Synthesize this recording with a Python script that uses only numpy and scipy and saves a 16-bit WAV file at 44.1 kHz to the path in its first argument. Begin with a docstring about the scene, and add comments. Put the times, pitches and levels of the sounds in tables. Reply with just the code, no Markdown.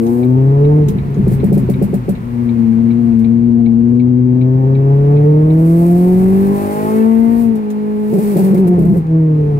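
"""A four-cylinder car with a loud exhaust, heard from the cabin over about nine and a half seconds.
It pulls hard with a rasp, then the throttle shuts and the pipe pops and burbles for over a second.
It drones, climbs through the revs, pops and burbles again as they fall, and pulls once more at the end.
The note is a stack of tones tied to the firing rate; pops are struck resonances, burble is uneven firings.
The indicator ticks until about 5.5 s; trim fizzes and clacks over a low rumble and the engine-bay rush."""
import sys
import numpy as np
from scipy import signal
from scipy.fft import rfft, irfft, next_fast_len
from scipy.io import wavfile
from scipy.ndimage import uniform_filter1d, minimum_filter1d

SR = 44100
rng = np.random.default_rng(int(sys.argv[2]) if len(sys.argv) > 2 else 0)


def waveform_to_disk(signal):
    """Save audio, clipped to [-1, 1], as 16-bit WAV at the path in sys.argv[1]."""
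    frames = np.transpose(np.atleast_2d(signal))
    scaled = np.clip(frames, -1, 1) * 32767
    samples = np.round(scaled).astype(np.int16)
    wavfile.write(sys.argv[1], SR, samples)


N = 422919
TIME = np.arange(N) / SR

# Stray combustion on a closed throttle, one list per stretch. Each row: time in seconds, relative level in dB.
CLOSED_THROTTLE = [
    [(.84, -41), (.89, -18), (1.06, -23.5), (1.15, -17.5), (1.55, -18), (1.9, -15.5), (2.05, -25.5),
     (2.16, -21.5), (2.28, -40.5)],
    [(7.48, -50.5), (7.55, -23), (7.62, -42.5)],
    [(8.1, -36), (8.15, -32), (8.3, -34.5), (8.55, -19), (8.8, -16), (8.98, -21.5), (9.07, -37)],
]
# Afterfire pops. Each row: time in seconds, relative level of the thud in dB, of the sharp crack in dB.
AFTERFIRE_POPS = [(1.167, -10.5, -27.5), (1.268, -3, -13), (1.313, -6.5, -14.5), (1.431, 1, -5.5),
                  (1.517, 5.5, 1), (1.567, -0.5, -5), (1.687, -0.5, -3.5), (1.814, 0.5, -1),
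                  (1.93, -2.5, -5), (2.081, -2.5, -4), (8.127, -4.5, -6), (8.175, -3, -8),
                  (8.227, -14, -18.5), (8.357, 0.5, 1), (8.381, -1.5, -3), (8.428, -7.5, -16),
                  (8.534, 0.5, -6), (8.584, -7.5, -15), (8.668, -4, -15.5), (8.78, 0.5, -10),
                  (8.811, -8, -18), (8.842, -5.5, -17), (8.958, -6, -14.5)]
# Sharp clacks of plastic trim. Each row: time in seconds, relative level of the clack in dB,
# of the fizz after it in dB.
TRIM_CLACKS = [(.066, -39.5, -55), (.884, -31, -31.5), (1.143, -44, -60), (1.278, -54, -37),
               (3.19, -47, -43.5), (3.886, -56, -62), (7.554, -56, -39), (7.702, -39, -38),
               (8.574, -51, -37), (8.672, -54, -36)]
# Rush from the engine bay. Each row: time in seconds, relative level in dB.
BAY_LEVEL = [(0.0, -52.5), (0.29, -51.5), (1.52, -47.5), (3.2, -51), (3.44, -55), (4.22, -57), (5.13, -50),
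             (5.61, -51.5), (6.84, -43), (7.48, -50.5), (8.04, -51), (8.44, -46), (9.11, -54),
             (9.59, -51.5)]


def from_db(db):
    """Turn decibels into a gain."""
    return 10 ** (np.asarray(db) / 20)


def rms_one(x):
    """Scale to unit power."""
    return x / np.sqrt(np.mean(x ** 2) + 1e-20)


def in_time(rows):
    """Draw each column of a timed table as a curve, sample by sample."""
    seconds, *columns = np.transpose(rows)
    return [np.interp(TIME, seconds, column) for column in columns]


def at_hz(table, hz, axis=1):
    """Read one column of a table at any pitch, on a log-frequency axis."""
    table = np.array(table)
    return np.interp(np.log(hz), np.log(table[:, 0]), table[:, axis])


def drift(rate):
    """Random wander of spread 1, with a new random target rate times a second."""
    knots = rng.standard_normal(8192)
    return rms_one(np.interp(TIME * rate, np.arange(len(knots)), knots))


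def bout(start, end, attack_s, release_s):
    """Rise to 1 by the start, hold to the end, fall back to 0."""
    return np.interp(TIME, [start - attack_s, start, end, end + release_s], [0, 1, 1, 0])


def band(x, low_hz, high_hz, order=3):
    """Keep what lies between two frequencies."""
    sections = signal.butter(order, [low_hz, high_hz], "band", fs=SR, output="sos")
    return signal.sosfilt(sections, x + 1e-18)  # the tiny offset keeps the filter from slowing in silence


def resonate(x, modes):
    """Ring several resonances side by side, with alternating sign."""
    out = 0
    for k, (hz, width, db) in enumerate(modes):
        r = np.exp(-np.pi * width / SR)  # a wider resonance dies away sooner
        zeros = [(1 - r * r) / 2, 0, (r * r - 1) / 2]
        poles = [1, -2 * r * np.cos(2 * np.pi * hz / SR), r * r]
        out = out + (-1) ** k * from_db(db) * signal.lfilter(zeros, poles, x + 1e-18)
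    return out


def strikes(events):
    """Place a one-sample click for each row of time in seconds and level in dB."""
    seconds, db = np.transpose(events)
    clicks = np.zeros(N)
    clicks[(seconds * SR).astype(int)] = from_db(db)
    return clicks


def fade(clicks, t60):
    """Let each click jump up and die away by 60 dB in t60 seconds."""
    return signal.lfilter([1], [1, -np.exp(-np.log(1000) / (t60 * SR))], clicks + 1e-18)


def clicks_on(events, modes, level_db, t60):
    """Click a small part: fading noise, different in each ear, rings its resonances."""
    scatter = fade(strikes(events), t60) * rng.standard_normal((2, N))
    unit = np.std(resonate(rng.standard_normal(SR), modes))  # how loud plain noise comes out
    return from_db(level_db) * resonate(scatter, modes) / unit


def noise(spectrum, low_hz, high_hz, lag_s=0.00041):
    """Coloured stereo noise, of unit power between two frequencies; it reaches the left ear first."""
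    # Width of the noise. Each row: frequency in Hz, side minus middle in dB.
    stereo_width = [(40, -11), (120, -14.5), (400, -8), (700, -8), (1150, -4), (2300, -4.5), (4400, 0.5),
                    (15000, -2)]
    size = next_fast_len(N, real=True)
    hz = np.maximum(np.arange(size // 2 + 1) * SR / size, 1)
    mid, side = rfft(rng.standard_normal((2, size))) * from_db(at_hz(spectrum, hz))
    side = side * from_db(at_hz(stereo_width, hz))
    delay = np.exp(-2j * np.pi * hz * lag_s)
    pair = np.array([mid + side, (mid - side) * delay])
    inside = (hz > low_hz) * (hz < high_hz)
    power = np.mean(abs(pair.mean(axis=0)) ** 2 * inside) / size
    return irfft(pair, size)[:, :N] / np.sqrt(power)


def cabin(hz):
    """Standing waves make each pitch differ in level and phase (complex gains) at left and right."""
    # Each row: frequency in Hz, left minus right in dB, lead of the left in radians.
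    standing_waves = [(60, 1.6, 0), (117, 3, .3), (135, 2.4, .1), (155, 0, 0), (180, 0, -.25),
                      (200, 2.5, -1), (212, 1, -1.2), (225, 9, -.4), (270, 7.5, -.7), (305, 1.5, -.15),
                      (355, 0, 0), (410, -2, .6), (455, -7, 1.4), (530, 2, 1.1), (700, 0, 1.7),
                      (1050, 0, 2.5), (1300, 4.5, 3), (1800, 0, 4.5), (3000, 0, 7.4)]
    half_level = from_db(at_hz(standing_waves, hz) / 2)
    half = half_level * np.exp(.5j * at_hz(standing_waves, hz, axis=2))
    # keep the sum of both sides even, unless they nearly cancel
    return np.array([half, 1 / half]) / np.maximum(abs(half + 1 / half) / 2, .5)


def through_cabin(x):
    """Send a mono sound through the standing waves to left and right."""
    size = next_fast_len(N + SR // 10, real=True)
    hz = np.maximum(np.arange(size // 2 + 1) * SR / size, 1)
    return irfft(rfft(x, size) * cabin(hz), size)[:, :N]


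def engine_speed():
    """The firing rate in Hz: how often a cylinder fires as the revs rise and fall."""
    # Each row: time in seconds, firings per second.
    speed = [(0.0, 113.4), (0.33, 128.4), (0.77, 151.2), (0.93, 144), (1.16, 138.5), (1.6, 130), (2.2, 119),
             (2.43, 119.4), (2.7, 113), (3.0, 118.3), (3.2, 113), (3.45, 118.6), (3.73, 115), (4.06, 123.7),
             (4.33, 125.4), (4.98, 140), (5.39, 152.4), (6.1, 182), (6.54, 199.8), (6.72, 205.6),
             (7.04, 223), (7.42, 233.6), (7.63, 210.6), (8.13, 211.2), (8.73, 179.4), (9.05, 160),
             (9.17, 161), (9.59, 142)]
    return in_time(speed)[0]


def hard_pull(attack_s=0.09, release_s=0.13):
    """How far (0 to 1) the boom thins out and the note turns hard and raspy in a pull."""
    # Each row: start in seconds, end in seconds.
    stretches = [(0, 0.19), (6.6, 6.88)]
    return sum(bout(start, end, attack_s, release_s) for start, end in stretches)


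def misfires(span_s=0.025):
    """A swell from 0 to 1 and back around each pop, and the slip of phase, in firings, that pops leave."""
    slips = rng.uniform(-.5, .5, len(AFTERFIRE_POPS))
    swell, slip = np.zeros(N), np.zeros(N)
    for (s, *_), turn in zip(AFTERFIRE_POPS, slips):
        swell = np.maximum(swell, np.interp(TIME, [s - span_s, s, s + span_s], [0, 1, 0]))
        slip += np.interp(TIME, [s - span_s / 2, s + span_s / 2], [0, turn])
    return swell, slip


def partial(multiple, firing_hz, turns, level_db, spectrum, size=32):
    """One engine order, a tone at a multiple of the firing rate, coloured by pipe and cabin at its pitch."""
    hz = multiple * firing_hz[::size]
    gain = cabin(hz) * from_db(level_db[::size] + at_hz(spectrum, hz)) * np.sqrt(2)
    gain = np.repeat(gain.astype(np.complex64), size, axis=1)[:, :N]
    # the lowest orders stay in step, so unequal cylinders throb once a cycle; the cabin scatters the rest
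    scatter = min(multiple / 3, 1) ** 2 * rng.uniform(-.5, .5)
    angle = (2 * np.pi * ((multiple * turns + scatter) % 1)).astype(np.float32)
    return gain.real * np.cos(angle) - gain.imag * np.sin(angle)


def exhaust_note(firing_hz, turns, hard):
    """Booming low orders, a rasp of high ones under load, and orders in between from unequal cylinders."""
    # Strength of the low orders as the note swells and sinks.
    # Each row: time in seconds, strength in dB.
    low_strength = [(0.0, 5.5), (0.8, 8), (0.93, -5.5), (1.07, -6.5), (1.17, -1.4), (1.6, -1.9),
                    (2.19, -12.5), (2.4, 0.5), (2.8, 2.5), (4.2, 4.5), (5.3, 7.5), (7.05, -2), (7.42, -7),
                    (7.6, -9), (8.05, -4.9), (8.7, 1.9), (8.96, -0.5), (9.04, -10.2), (9.13, 5),
                    (9.59, 0.5)]
    # Load brings out the upper orders and the throb of unequal cylinders.
    # Each row: time in seconds, relative rasp in dB, relative imbalance in dB.
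    load = [(0, -45, -37.5), (.8, -43, -32), (.92, -53, -43.5), (2.2, -66, -55), (2.4, -54, -46.5),
            (4.3, -53.5, -41), (4.7, -44.5, -35.5), (6, -43.5, -30.5), (6.45, -39, -26.5), (6.8, -35, -25),
            (7.05, -33.5, -28), (7.4, -40.5, -33.5), (7.6, -47, -35.5), (8.05, -46, -38.5), (8.6, -43, -28),
            (9.05, -49, -37.5), (9.59, -49.5, -38)]
    # Pipe and cabin favour some pitches, so low orders swell and fade as the revs sweep them along.
    # Each row: frequency in Hz, level in dB.
    boom_response = [(116, -23), (128, -14.5), (152, -13.5), (190, -10.5), (208, -15.5), (226, -5),
                     (250, -10), (279, -30), (300, -19.5), (365, -11.5), (405, -11), (435, -6.5),
                     (490, -16), (600, -20.5), (655, -16), (692, -7), (760, -14.5), (900, -5)]
    # The 1st to 4th multiple of the firing rate.
    # Each row: relative level in dB, dB per dB of strength, change in a hard stretch in dB.
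    low_orders = [(0, 0.72, -7.5), (-8, 1.3743, -7), (-20, 1.27, 6), (-29, 1.57, 5.5)]
    # Colour of the high orders. Each row: frequency in Hz, relative level in dB.
    rasp_colour = [(450, -2), (560, 1.5), (690, 3.5), (800, -2.5), (900, -2.5), (1150, -11), (1500, -20),
                   (2100, -21), (3000, -31.5)]
    # Colour of the in-between orders. Each row: frequency in Hz, relative level in dB.
    uneven_colour = [(30, -12), (70, -14.5), (100, -5), (135, -0.5), (190, -13.5), (255, -1), (310, -2),
                     (370, -3.5), (450, -6.5), (550, -16.5), (800, -21), (1200, -30), (2200, -44.5)]
    waver_db, uneven_waver_db, rasp_waver_db = 0.52, 3.5, 3.5
    half_order_db = -5.5

    strength_db, = in_time(low_strength)
    rasp_db, uneven_db = in_time(load)
    # with the throttle shut combustion is erratic: the low orders lurch in strength and timing
    shut = 0
    for rows in CLOSED_THROTTLE:
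        corners = [rows[0][0], rows[1][0], rows[-2][0], rows[-1][0]]
        shut = shut + np.interp(TIME, corners, [0, 1, 1, 0])
    lurch = turns + .07 * shut * drift(22)
    out = 0
    for k, (db, per_strength, hard_db) in enumerate(low_orders, 1):
        erratic_db = 1.5 * min(k, 2) * shut * drift(25)
        level_db = db + per_strength * strength_db + hard_db * hard + waver_db * k * drift(45) + erratic_db
        out = out + partial(k, firing_hz, lurch, level_db, boom_response)
    for k in range(len(low_orders) + 1, 15):
        out += partial(k, firing_hz, turns, rasp_db + rasp_waver_db * drift(25), rasp_colour)
    for k in np.arange(2, 38) / 4:  # quarter steps, skipping the whole multiples
        if k % 1:
            level_db = uneven_db + uneven_waver_db * drift(14) + half_order_db * (k % .5 == 0)
            out += partial(k, firing_hz, turns, level_db, uneven_colour)
    return out


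def burble(turns, low_hz=90, soft_hz=450, lumpy_db=5.5):
    """With the throttle shut each firing has a chance strength and sets the pipe booming."""
    # Resonances of the pipe. Each row: frequency in Hz, width in Hz, relative level in dB.
    pipe = [(128, 29, -6.5), (199, 30, 5), (204, 67, -4), (361, 39, -8.5), (407, 92, -26)]
    charge = rng.uniform(-1, 1, N)
    fires = np.diff(np.floor(turns), prepend=0)  # a click whenever the phase passes a whole firing
    firings = fires * charge * from_db(lumpy_db * drift(30))
    level = 0
    for rows in CLOSED_THROTTLE:
        level = level + from_db(np.interp(TIME, *np.transpose(rows), left=-200, right=-200))
    return level * rms_one(band(resonate(firings, pipe), low_hz, soft_hz))


def afterfire(thud_db=39.0, crack_db=30.5, boom_db=47.5, crack_s=.0065, echo_s=.014, echo_db=-9.5):
    """Fuel lights in the pipe: a dull thud, a sharper crack just behind it, then the pipe booms on."""
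    # Resonances of thud, crack and boom. Each row: frequency in Hz, width in Hz, relative level in dB.
    thud_modes = [(382, 100, -1), (296, 130, -7)]
    crack_modes = [(548, 81, 1), (601, 70, -1), (670, 110, -8)]
    boom_modes = [(197.8, 16, 4), (154, 86, -4.5)]
    thuds = strikes([(s, db) for s, db, _ in AFTERFIRE_POPS])
    cracks = strikes([(s + crack_s, db) for s, _, db in AFTERFIRE_POPS])
    bang = from_db(thud_db) * band(resonate(thuds, thud_modes), low_hz=149, high_hz=520, order=4)
    bang += from_db(crack_db) * band(resonate(cracks, crack_modes), low_hz=300, high_hz=824, order=5)
    echo = from_db(echo_db) * np.interp(TIME - echo_s, TIME, bang)
    boom = from_db(boom_db) * band(resonate(thuds, boom_modes), low_hz=148, high_hz=269)
    return bang + echo + boom


def trim_fizz(turns, hard, throb=0.092, flutter_db=1.0, pan_db=1.0):
    """Loose trim chatters in step with the crankshaft, buzzes in bouts and sizzles after each jolt."""
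    # Bouts of buzzing. Each row: start in seconds, end in seconds, relative level in dB,
    # attack in seconds, release in seconds.
    buzzes = [(0.026, 0.152, -53.5, 0.12, 0.58), (1.32, 1.346, -45.5, .1, 0.071),
              (5.68, 6.95, -46.5, 0.51, 0.89), (7.4, 7.44, -48.5, 0.63, 0.16),
              (8.237, 8.468, -42, 0.58, .2), (8.92, 8.984, -53.5, .5, .08)]
    # Colour of the fizz. Each row: frequency in Hz, relative level in dB.
    fizz_colour = [(1000, -15), (2400, -0.5), (3200, -11), (4400, -8), (6000, -10), (7000, -8.5),
                   (8300, -2), (10500, -3), (12300, 1), (14000, -2), (16000, -6)]
    swell_db, hard_buzz_db = 37, 3.5  # rise over the attack; extra buzz in a hard stretch
    chatter_db, chatter_per_rush = -64.5, 1.6  # relative dB at the mean rush; dB per dB of rush
    # each pop jolts the trim a moment later: delay, relative dB for a 0 dB crack, dB per dB of crack
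    jolt_delay_s, pop_jolt_db, jolt_per_crack = 0.01, -28, 0.95
    shaken_db, jolt_t60 = -6.5, 0.13  # level of all jolts, and seconds to fall by 60 dB

    # between bouts the chatter is faint, rising and falling with the engine-bay rush
    bay_db, = in_time(BAY_LEVEL)
    faint = from_db(chatter_db + chatter_per_rush * (bay_db - bay_db.mean()))
    buzz = 0
    for start, end, db, attack_s, release_s in buzzes:
        swell = bout(start, end, attack_s, release_s)
        buzz = buzz + from_db(db + swell_db * (swell - 1)) * (swell > 0)
    chatter = np.hypot(faint, buzz * from_db(hard_buzz_db * hard))
    # the crankshaft turns once for every two firings
    chatter = chatter * from_db(flutter_db * drift(60)) * (1 + throb * np.cos(np.pi * turns))

    jolts = [(s + jolt_delay_s, pop_jolt_db + jolt_per_crack * db) for s, _, db in AFTERFIRE_POPS]
    jolts += [(s, db) for s, _, db in TRIM_CLACKS]
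    shaken = from_db(shaken_db) * uniform_filter1d(fade(strikes(jolts), jolt_t60), 176)
    fizz = noise(fizz_colour, 6000, 15000)
    return np.hypot(chatter, shaken) * fizz * from_db([[pan_db], [-pan_db]])


def plastic_clacks():
    """Plastic trim knocks sharply and rings for a moment."""
    # Resonances of the plastic. Each row: frequency in Hz, width in Hz, relative level in dB.
    plastic = [(2920, 590, -1.5), (3960, 280, 1.5), (5050, 230, -1.5), (6600, 500, 1)]
    return clicks_on([(s, db) for s, db, _ in TRIM_CLACKS], plastic, level_db=-3.0, t60=0.08)


def indicator(start_s=.231, end_s=5.6, period_s=.753, lamp_on_s=.415, close_db=-34.5, open_db=-35):
    """The relay ticks as the lamp comes on and again as it goes off."""
    # Resonances of the relay. Each row: frequency in Hz, width in Hz, relative level in dB.
    relay = [(2280, 150, 5.5), (2460, 580, -4), (3810, 550, -3.5), (4100, 500, -6.5)]
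    closes = np.arange(start_s, end_s, period_s)
    ticks = [(s, close_db) for s in closes]
    ticks += [(s + lamp_on_s, open_db) for s in closes[:-1]]  # the last close has no opening tick
    return clicks_on(ticks, relay, level_db=-3.5, t60=0.084)


def rumble_and_bay(turns, rumble_db=0.5, rush_db=-0.64, throb=0.12, lumpy_db=0.5):
    """Low rumble of tyres and exhaust, stronger while the pipe burbles; bay rush pulsing with each firing."""
    # Low rumble of tyres and exhaust. Each row: time in seconds, relative level in dB.
    rumble_level = [(0.0, -42), (0.85, -30), (0.99, -26.5), (1.15, -35), (1.2, -24), (2.4, -38),
                    (5.88, -34.5), (5.98, -37), (6.28, -31.5), (6.92, -47.5), (7.42, -35), (7.66, -54.5),
                    (8.65, -41), (8.84, -28), (9.24, -42.5), (9.59, -30.5)]
    # Colour of the rumble, then of the rush. Each row: frequency in Hz, relative level in dB.
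    rumble_colour = [(15, -9.5), (28, -5.5), (45, 3), (62, -0.5), (80, 1.5), (130, 5), (250, -1.5),
                     (400, -25), (600, -27.5), (1000, -39), (3000, -68.5)]
    rush_colour = [(80, -10), (300, 11.5), (480, 16), (650, 6.5), (900, 10.5), (1150, 4.5), (1500, 1.5),
                   (2100, -1), (2600, -5.5), (3200, -11.5), (4000, -15), (5500, -21), (9000, -24.5),
                   (16000, -34)]
    low_db, = in_time(rumble_level)
    bay_db, = in_time(BAY_LEVEL)
    rumble = noise(rumble_colour, 30, 85) * from_db(low_db + rumble_db + lumpy_db * drift(9))
    pulse = 1 + throb * np.cos(2 * np.pi * turns)
    bay = noise(rush_colour, 1300, 3000) * from_db(bay_db + rush_db) * pulse
    return rumble + bay


def scene(jitter=.009, misfire_db=-1.0):
    """Run the engine sounds off one firing phase; the steady note stumbles at each pop."""
    firing_hz = engine_speed()
    hard = hard_pull()
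    stumble, slip = misfires()
    turns = np.cumsum(firing_hz) / SR + jitter * drift(60)  # phase counted in firings
    note = exhaust_note(firing_hz, turns + slip, hard) * from_db(misfire_db * stumble)
    exhaust = note + through_cabin(burble(turns) + afterfire())
    loose_trim = trim_fizz(turns, hard) + plastic_clacks()
    return exhaust + loose_trim + indicator() + rumble_and_bay(turns)


def record(dry, ceiling=0.84, size=220, cutoff_hz=15700):
    """A limiter ducks the highest peaks, then a steep filter cuts the top of the treble."""
    room = np.minimum(1, ceiling / (abs(dry).max(axis=0) + 1e-9))
    limited = dry * uniform_filter1d(minimum_filter1d(room, 2 * size), size)
    return signal.sosfilt(signal.ellip(12, .1, 80, cutoff_hz, fs=SR, output="sos"), limited)


dry = scene()
out = record(dry)
waveform_to_disk(out)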